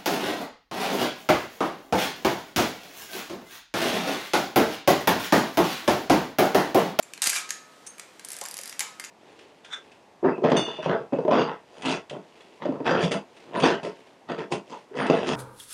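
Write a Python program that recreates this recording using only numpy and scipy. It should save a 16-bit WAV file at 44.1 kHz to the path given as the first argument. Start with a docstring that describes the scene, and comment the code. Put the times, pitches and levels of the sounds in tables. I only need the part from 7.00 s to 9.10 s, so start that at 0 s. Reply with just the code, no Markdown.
"""Mechanical film camera: release and winding

Close by in a quiet room, the button clicks and mirror and curtains clack, each impact exciting many
short-lived modes. Gears whirr, springs ring on in free vibration and a small steel part jingles.
A thumb cranks the advance lever: a pawl ticks over its ratchet, the film drags with friction,
and the lever meets its stop and starts back."""
import sys
import numpy as np
from scipy import signal
from scipy.fft import rfft, irfft
from scipy.io import wavfile
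from scipy.ndimage import uniform_filter1d

SR = 44100
rng = np.random.default_rng(int(sys.argv[2]) if len(sys.argv) > 2 else 0)


def unload_audio(sound):
    """Save the sound as a 16-bit wav file, at the path given as the first command line argument."""
    columns = np.transpose(np.atleast_2d(sound))
    # keep every value between -1 and 1, then stretch to whole-number steps
    steps = np.round(np.clip(columns, -1, 1) * 32767)
    wavfile.write(sys.argv[1], SR, steps.astype(np.int16))


N = 92610
TIME = np.arange(N) / SR
BAND_EDGES_HZ = (800, 3000, 8000, 16000)  # bound the low, middle and high bands of a click
REFERENCE_S = 0.004  # a transient's level is that of a steady sound this long with equal energy

# Impacts of the button, the shutter works and the lever. Each row: start in seconds, decay in ms,
# low, middle and high band levels in dB, then one or two resonances of the struck part in Hz.
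BUTTON_CLICKS = [(.0260, 4.5, -62, -41, -50, 7250), (.0306, 0.97, -48.5, -53, -46, 2400),
                 (.1355, 1.1, -38, -37.5, -41.5, 2670), (.1764, 1.1, -45, -42.5, -50.5, 4180)]
SHUTTER_BLOWS = [(0.2190, 1.3, -31, -22, -21, 8400, 3660), (0.2321, 1.5, -31.5, -27, -30, 8600, 3780),
                 (.2400, 1.1, -29.5, -23, -24.5, 6900, 1330), (.2715, 0.88, -23, -17.5, -18.5, 4800, 2520),
                 (0.2950, 0.86, -32, -26, -25.5, 6600, 2250), (0.2992, 1.5, -29, -22, -22.5, 7600, 2300),
                 (0.3310, 1.4, -28, -30.5, -30, 8500, 1650), (.3602, 3.3, -39, -39.5, -39, 5800, 2250),
                 (.4905, 9.1, -40, -35, -43, 6460, 4350), (.5058, 0.85, -31, -23.5, -30.5, 6600, 1760)]
LEVER_KNOCKS = [(.9823, 0.56, -45, -51, -48, 10500), (.9960, 1.4, -40, -37.5, -41, 8200),
                (1.1952, 1.1, -44.5, -44.5, -48.5, 4200), (1.4140, 0.79, -41.5, -32, -44, 8100),
                (1.4535, 0.65, -42, -34, -45, 7240), (1.5877, 1.5, -41.5, -36, -47, 4900),
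                (1.726, 1.8, -39, -42.5, -48, 5560), (1.7935, 0.72, -33, -26, -25, 10750),
                (1.8056, 0.88, -30.5, -23, -32, 7300), (1.9976, 0.73, -33.5, -36, -37.5, 4780),
                (2.0400, 1.6, -38.5, -38.5, -45, 4900), (2.0460, 9.2, -41, -36, -44.5, 6800)]
# Envelopes of the running curtains and the dragging film. Each row: time in seconds, level in dB.
WHIRR_LEVELS = [(.221, -38), (.226, -26), (.246, -39), (.270, -19.5), (.279, -38), (.292, -34), (.310, -44),
                (.338, -34.5), (.366, -27), (.385, -33.5), (.42, -43)]
DRAG_LEVELS = [(1.24, -57), (1.30, -50), (1.34, -45), (1.40, -53), (1.71, -48), (1.79, -62)]
# Body resonances under heavy blows. Each row: start in seconds, level in dB, centre in Hz,
# bandwidth in Hz, decay of the excitation in seconds.
BODY_THUMPS = [(0.2711, -31.5, 435, 490, 0.0022), (1.4135, -38.5, 550, 224, 0.0057),
               (1.4135, -32.5, 920, 400, 0.055), (1.4540, -39, 1630, 260, 0.007),
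               (1.5900, -43, 570, 150, 0.004), (1.8080, -34.5, 970, 340, 0.054),
               (1.8057, -29.5, 2040, 600, 0.0098), (1.8057, -39, 13750, 500, 0.014)]
# Modes of the springs. Each row: frequency in Hz, relative level in dB, time to fall 60 dB in seconds.
SPRING_MODES = [(1273, -39.5, 1.35), (1433, -49, 0.6), (1751, -52, 1.74), (2300, -36, 0.4),
                (2460, -48, 0.3)]
# Jolts that excite the springs. Each row: start in seconds, gain in dB.
SPRING_JOLTS = [(0.36, -2), (1.8057, -8)]
# Mode clusters of the steel part. Each row: centre in Hz, bandwidth in Hz, level in dB, decay in seconds.
JINGLE_CLUSTERS = [(6410, 110, -39, 0.052), (8760, 400, -41, 0.028), (9350, 480, -45.5, 0.034)]
# Ticks of the pawl. Each row: start in seconds, high band level in dB, resonance in Hz.
PAWL_TICKS = [(1.2485, -35, 8900), (1.2867, -36.5, 10100), (1.3042, -36.5, 10300), (1.3182, -34, 7700),
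              (1.3323, -37, 7400), (1.3663, -38, 9150), (1.3877, -39, 7920), (1.4121, -37, 7640),
              (1.4384, -37.5, 10800), (1.4604, -38, 4900), (1.4856, -37.5, 5840), (1.5115, -36.5, 4720),
              (1.5417, -35.5, 10600), (1.5688, -35, 10300), (1.5789, -39.5, 11500), (1.5890, -38, 6550),
              (1.6131, -39, 6900), (1.6350, -38, 9820), (1.6575, -39, 4770), (1.6766, -39, 4800),
              (1.6952, -37.5, 4980)]
# Ticks grow longer and fuller as the spring tightens. Each row: time in seconds, decay in ms,
# low and middle band levels in dB relative to the high band.
PAWL_TENSION = [(1.25, 0.64, -14.5, -4.5), (1.70, 0.85, -9, -0.5)]
# Reverberation of the room. Each row: frequency in Hz, time to fall 60 dB in seconds.
ROOM_DECAY = [(2500, 0.45), (7000, 0.32), (15000, 0.28)]
# Spectral envelopes of the sounds and the room. Each row: frequency in Hz, relative level in dB.
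AIR_SPECTRUM = [(40, -21), (200, 0.5), (500, 1.5), (2000, -5.5), (8000, -14.5), (15000, -29)]
METAL_SPECTRUM = [(40, -43), (150, -31.5), (700, -11.5), (2100, 1.5), (3300, -1.5), (9000, 5), (11000, 3),
                  (12500, -4.5), (16000, -20.5)]
WHIRR_SPECTRUM = [(200, -40), (700, -7), (1300, 1.5), (2400, 1.5), (7300, 4), (11000, -1), (16000, -25)]
SCRAPE_SPECTRUM = [(1000, -13), (4500, -9.5), (6400, 8), (7700, -3), (9200, 3), (12000, -23)]
DRAG_SPECTRUM = [(200, -9.5), (1200, -4.5), (1800, 5), (3000, -1), (5500, 0.5), (11000, -2.5), (16000, -30)]
TICK_SPECTRUM = [(100, -40), (2500, -8.5), (5000, 5.5), (11500, 5), (13200, -5.5), (16000, -19)]
ROOM_SPECTRUM = [(100, -11.5), (500, 2), (1200, 0.5), (8000, -3.5), (16000, -10)]


def amp(db):
    return 10 ** (np.asarray(db) / 20)


def unit_rms(x):
    return x / np.sqrt(np.mean(x ** 2))


def over_hz(points, hz):
    """Interpolation on a logarithmic frequency axis."""
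    corners_hz, values = np.array(points).T
    return np.interp(np.log(hz + 1), np.log(corners_hz), values)


def bin_hz(size):
    return np.arange(size // 2 + 1) * SR / size


def minimum_phase(gain):
    """Folding the cepstrum gives a causal response with this magnitude."""
    cepstrum = irfft(np.log(gain + 1e-6))
    half = len(cepstrum) // 2
    cepstrum[1:half] *= 2
    cepstrum[half + 1:] = 0
    return np.exp(rfft(cepstrum))


def colour(x, spectrum):
    """Minimum-phase filtering imposes a spectral envelope."""
    size = 2 * len(x)
    gain = amp(over_hz(spectrum, bin_hz(size)))
    return irfft(rfft(x, size) * minimum_phase(gain))[:len(x)]


def resonate(x, hz, width_hz):
    """Band-pass resonance with steep skirts."""
    edges_hz = [max(hz - width_hz / 2, 30), hz + width_hz / 2]
    return signal.sosfilt(signal.butter(2, edges_hz, "band", fs=SR, output="sos"), x)


def add(out, at_s, x):
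    """Superposition of x from a given time."""
    start = max(int(at_s * SR), 0)
    out[start:start + len(x)] += x[:N - start]


def at_level(x, db):
    """Energy normalisation sets a transient's level."""
    return x * amp(db) * np.sqrt(REFERENCE_S * SR / np.sum(x ** 2))


def air():
    """Steady broadband noise forms the room's faint background."""
    return amp(-53.5) * unit_rms(colour(rng.standard_normal(N), AIR_SPECTRUM))


def click(decay_ms, band_db, spectrum, rings_hz, ring_db, width_hz, case_db, rise_ms, snap=0, size=2048):
    """Impact excitation: dense, fast-dying modes, a weaker ring of the case and the part's resonances."""
    t, hz = TIME[:size], bin_hz(size)
    attack = 1 - np.exp(-t * 1e3 / rise_ms)
    decay = np.exp(-t * 1e3 / decay_ms) + amp(case_db) * np.exp(-t / 0.0068)
    burst = rfft(rng.standard_normal(size) * attack * decay + snap * signal.unit_impulse(size, 2))
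    resonances_db = sum(ring_db / (1 + ((hz - centre) / width_hz) ** 2) for centre in rings_hz)
    burst_magnitude = np.sqrt(uniform_filter1d(abs(burst) ** 2, size=40))
    gain = amp(over_hz(spectrum, hz) + resonances_db) / burst_magnitude
    # Bring each band to its level, smoothing the steps between bands.
    power = abs(burst * gain) ** 2 * 2 / size / (REFERENCE_S * SR)
    trim_db = [db - 10 * np.log10(power[(hz > low) & (hz < high)].sum())
               for db, low, high in zip(band_db, BAND_EDGES_HZ, BAND_EDGES_HZ[1:])]
    tilt_db = uniform_filter1d(np.array(trim_db)[np.digitize(hz, BAND_EDGES_HZ[1:-1])], size=60)
    return irfft(burst * minimum_phase(gain * amp(tilt_db)))


def impacts(rows, ring_db=9):
    """Successive metal impacts add by superposition."""
    out = np.zeros(N)
    for at, decay_ms, low, middle, high, *rings_hz in rows:
        add(out, at, click(decay_ms, (low, middle, high), METAL_SPECTRUM, rings_hz, ring_db,
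                           width_hz=240, case_db=-18.5, rise_ms=0.34))
    return out


def button():
    """Light impacts under the finger excite the release button's resonances."""
    return impacts(BUTTON_CLICKS, ring_db=15.5)


def friction(levels, spectrum, scatter_db, grain_samples=24):
    """Friction noise: dense tiny contacts of uneven size follow a level curve."""
    grain_db = scatter_db * rng.standard_normal(N // grain_samples + 1)
    contacts = amp(np.repeat(grain_db, grain_samples)[:N]) * rng.standard_normal(N)
    times, db = np.array(levels).T
    envelope = amp(np.interp(TIME, times, db, left=-120, right=-120))
    return unit_rms(colour(contacts, spectrum)) * envelope


def shutter():
    """Mirror and curtains strike in turn; running friction whirrs between the impacts."""
    return impacts(SHUTTER_BLOWS) + friction(WHIRR_LEVELS, WHIRR_SPECTRUM, scatter_db=3)


def body():
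    """Heavy blows excite the damped resonances of the body."""
    out = np.zeros(N)
    for at, db, hz, width_hz, decay_s in BODY_THUMPS:
        excitation = rng.standard_normal(N) * np.exp(-TIME / decay_s)
        add(out, at, at_level(resonate(excitation, hz, width_hz), db))
    return out


def springs():
    """Free vibration: after each jolt the springs' modes decay exponentially."""
    out = np.zeros(N)
    ringing = sum(amp(db) * np.sin(2 * np.pi * hz * TIME) * np.exp(-np.log(1000) * TIME / t60)
                  for hz, db, t60 in SPRING_MODES)
    for at, db in SPRING_JOLTS:
        add(out, at, amp(db) * ringing)
    return out


def gears(peak_at_s=0.3766, span_s=0.021):
    """A narrow resonance sings briefly as the gear train runs down."""
    tone = unit_rms(resonate(rng.standard_normal(N), hz=2370, width_hz=170))
    swell = np.exp(-((TIME - peak_at_s) / span_s) ** 2)
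    return amp(-32.5) * tone * swell


def jingle(at_s=0.863, contact_s=0.012):
    """A small steel part scrapes briefly, and its closely spaced modes beat as they decay."""
    out = np.zeros(N)
    contact = TIME / contact_s * np.exp(-(TIME / contact_s) ** 2)
    scrape = colour(rng.standard_normal(N) * contact, SCRAPE_SPECTRUM)
    add(out, at_s, at_level(scrape, db=-33.5))
    attack = 1 - np.exp(-TIME / contact_s)
    for hz, width_hz, db, decay_s in JINGLE_CLUSTERS:
        cluster = resonate(rng.standard_normal(2 * N), hz, width_hz)[N:]  # steady state only
        add(out, at_s, at_level(cluster * attack * np.exp(-TIME / decay_s), db))
    return out


def lever():
    """Impacts mark the lever's travel; film and gears drag with sliding friction during the stroke."""
    return impacts(LEVER_KNOCKS) + friction(DRAG_LEVELS, DRAG_SPECTRUM, scatter_db=4)


def ratchet():
    """An impact train: the pawl drops over tooth after tooth under rising spring tension."""
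    out = np.zeros(N)
    times, *columns = np.array(PAWL_TENSION).T
    for at, db, hz in PAWL_TICKS:
        decay_ms, low, middle = (np.interp(at, times, column) for column in columns)
        tick = click(decay_ms, (low, middle, 0), TICK_SPECTRUM, [hz], ring_db=9,
                     width_hz=550, case_db=-16, rise_ms=0.071, snap=1.4)
        add(out, at, amp(db) * tick)
    return out


def reverberation(x, onset_s=0.0032, gain_db=-2, size=32768):
    """The room's diffuse field decays exponentially, sooner in the treble."""
    hz, t, noise = signal.stft(rng.standard_normal(size), SR, nperseg=256)
    t60 = over_hz(ROOM_DECAY, hz)[:, None]
    equal_energy = np.sqrt(2 * np.log(1000) / (t60 * SR))
    fading = np.exp(-np.log(1000) * t / t60) * equal_energy
    build_up = 1 - np.exp(-TIME[:size] / onset_s)
    tail = signal.istft(noise * fading, SR)[1][:size] * build_up
    return amp(gain_db) * signal.fftconvolve(x, colour(tail, ROOM_SPECTRUM))[:N]


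def scene():
    """Direct sound, reverberation and background noise superpose in one channel."""
    release = button() + shutter()
    winding, ticks = lever(), ratchet()
    ringing = body() + springs() + gears() + jingle()
    into_room = release + amp(1) * winding + amp(-2) * ticks + amp(-9) * ringing
    return (release + winding + ticks + ringing + reverberation(into_room) + air())[None]


def record(dry, ceiling=0.31, low_cut_hz=90, top_hz=15300):
    """Soft saturation rounds the loudest peaks; band limiting thins the bass and cuts the top."""
    rounded = ceiling * np.tanh(dry / ceiling)
    thinned = signal.sosfilt(signal.butter(2, low_cut_hz, "high", fs=SR, output="sos"), rounded)
    return signal.sosfilt(signal.ellip(8, .2, 70, top_hz, fs=SR, output="sos"), thinned)


dry = scene()
out = record(dry)
unload_audio(out)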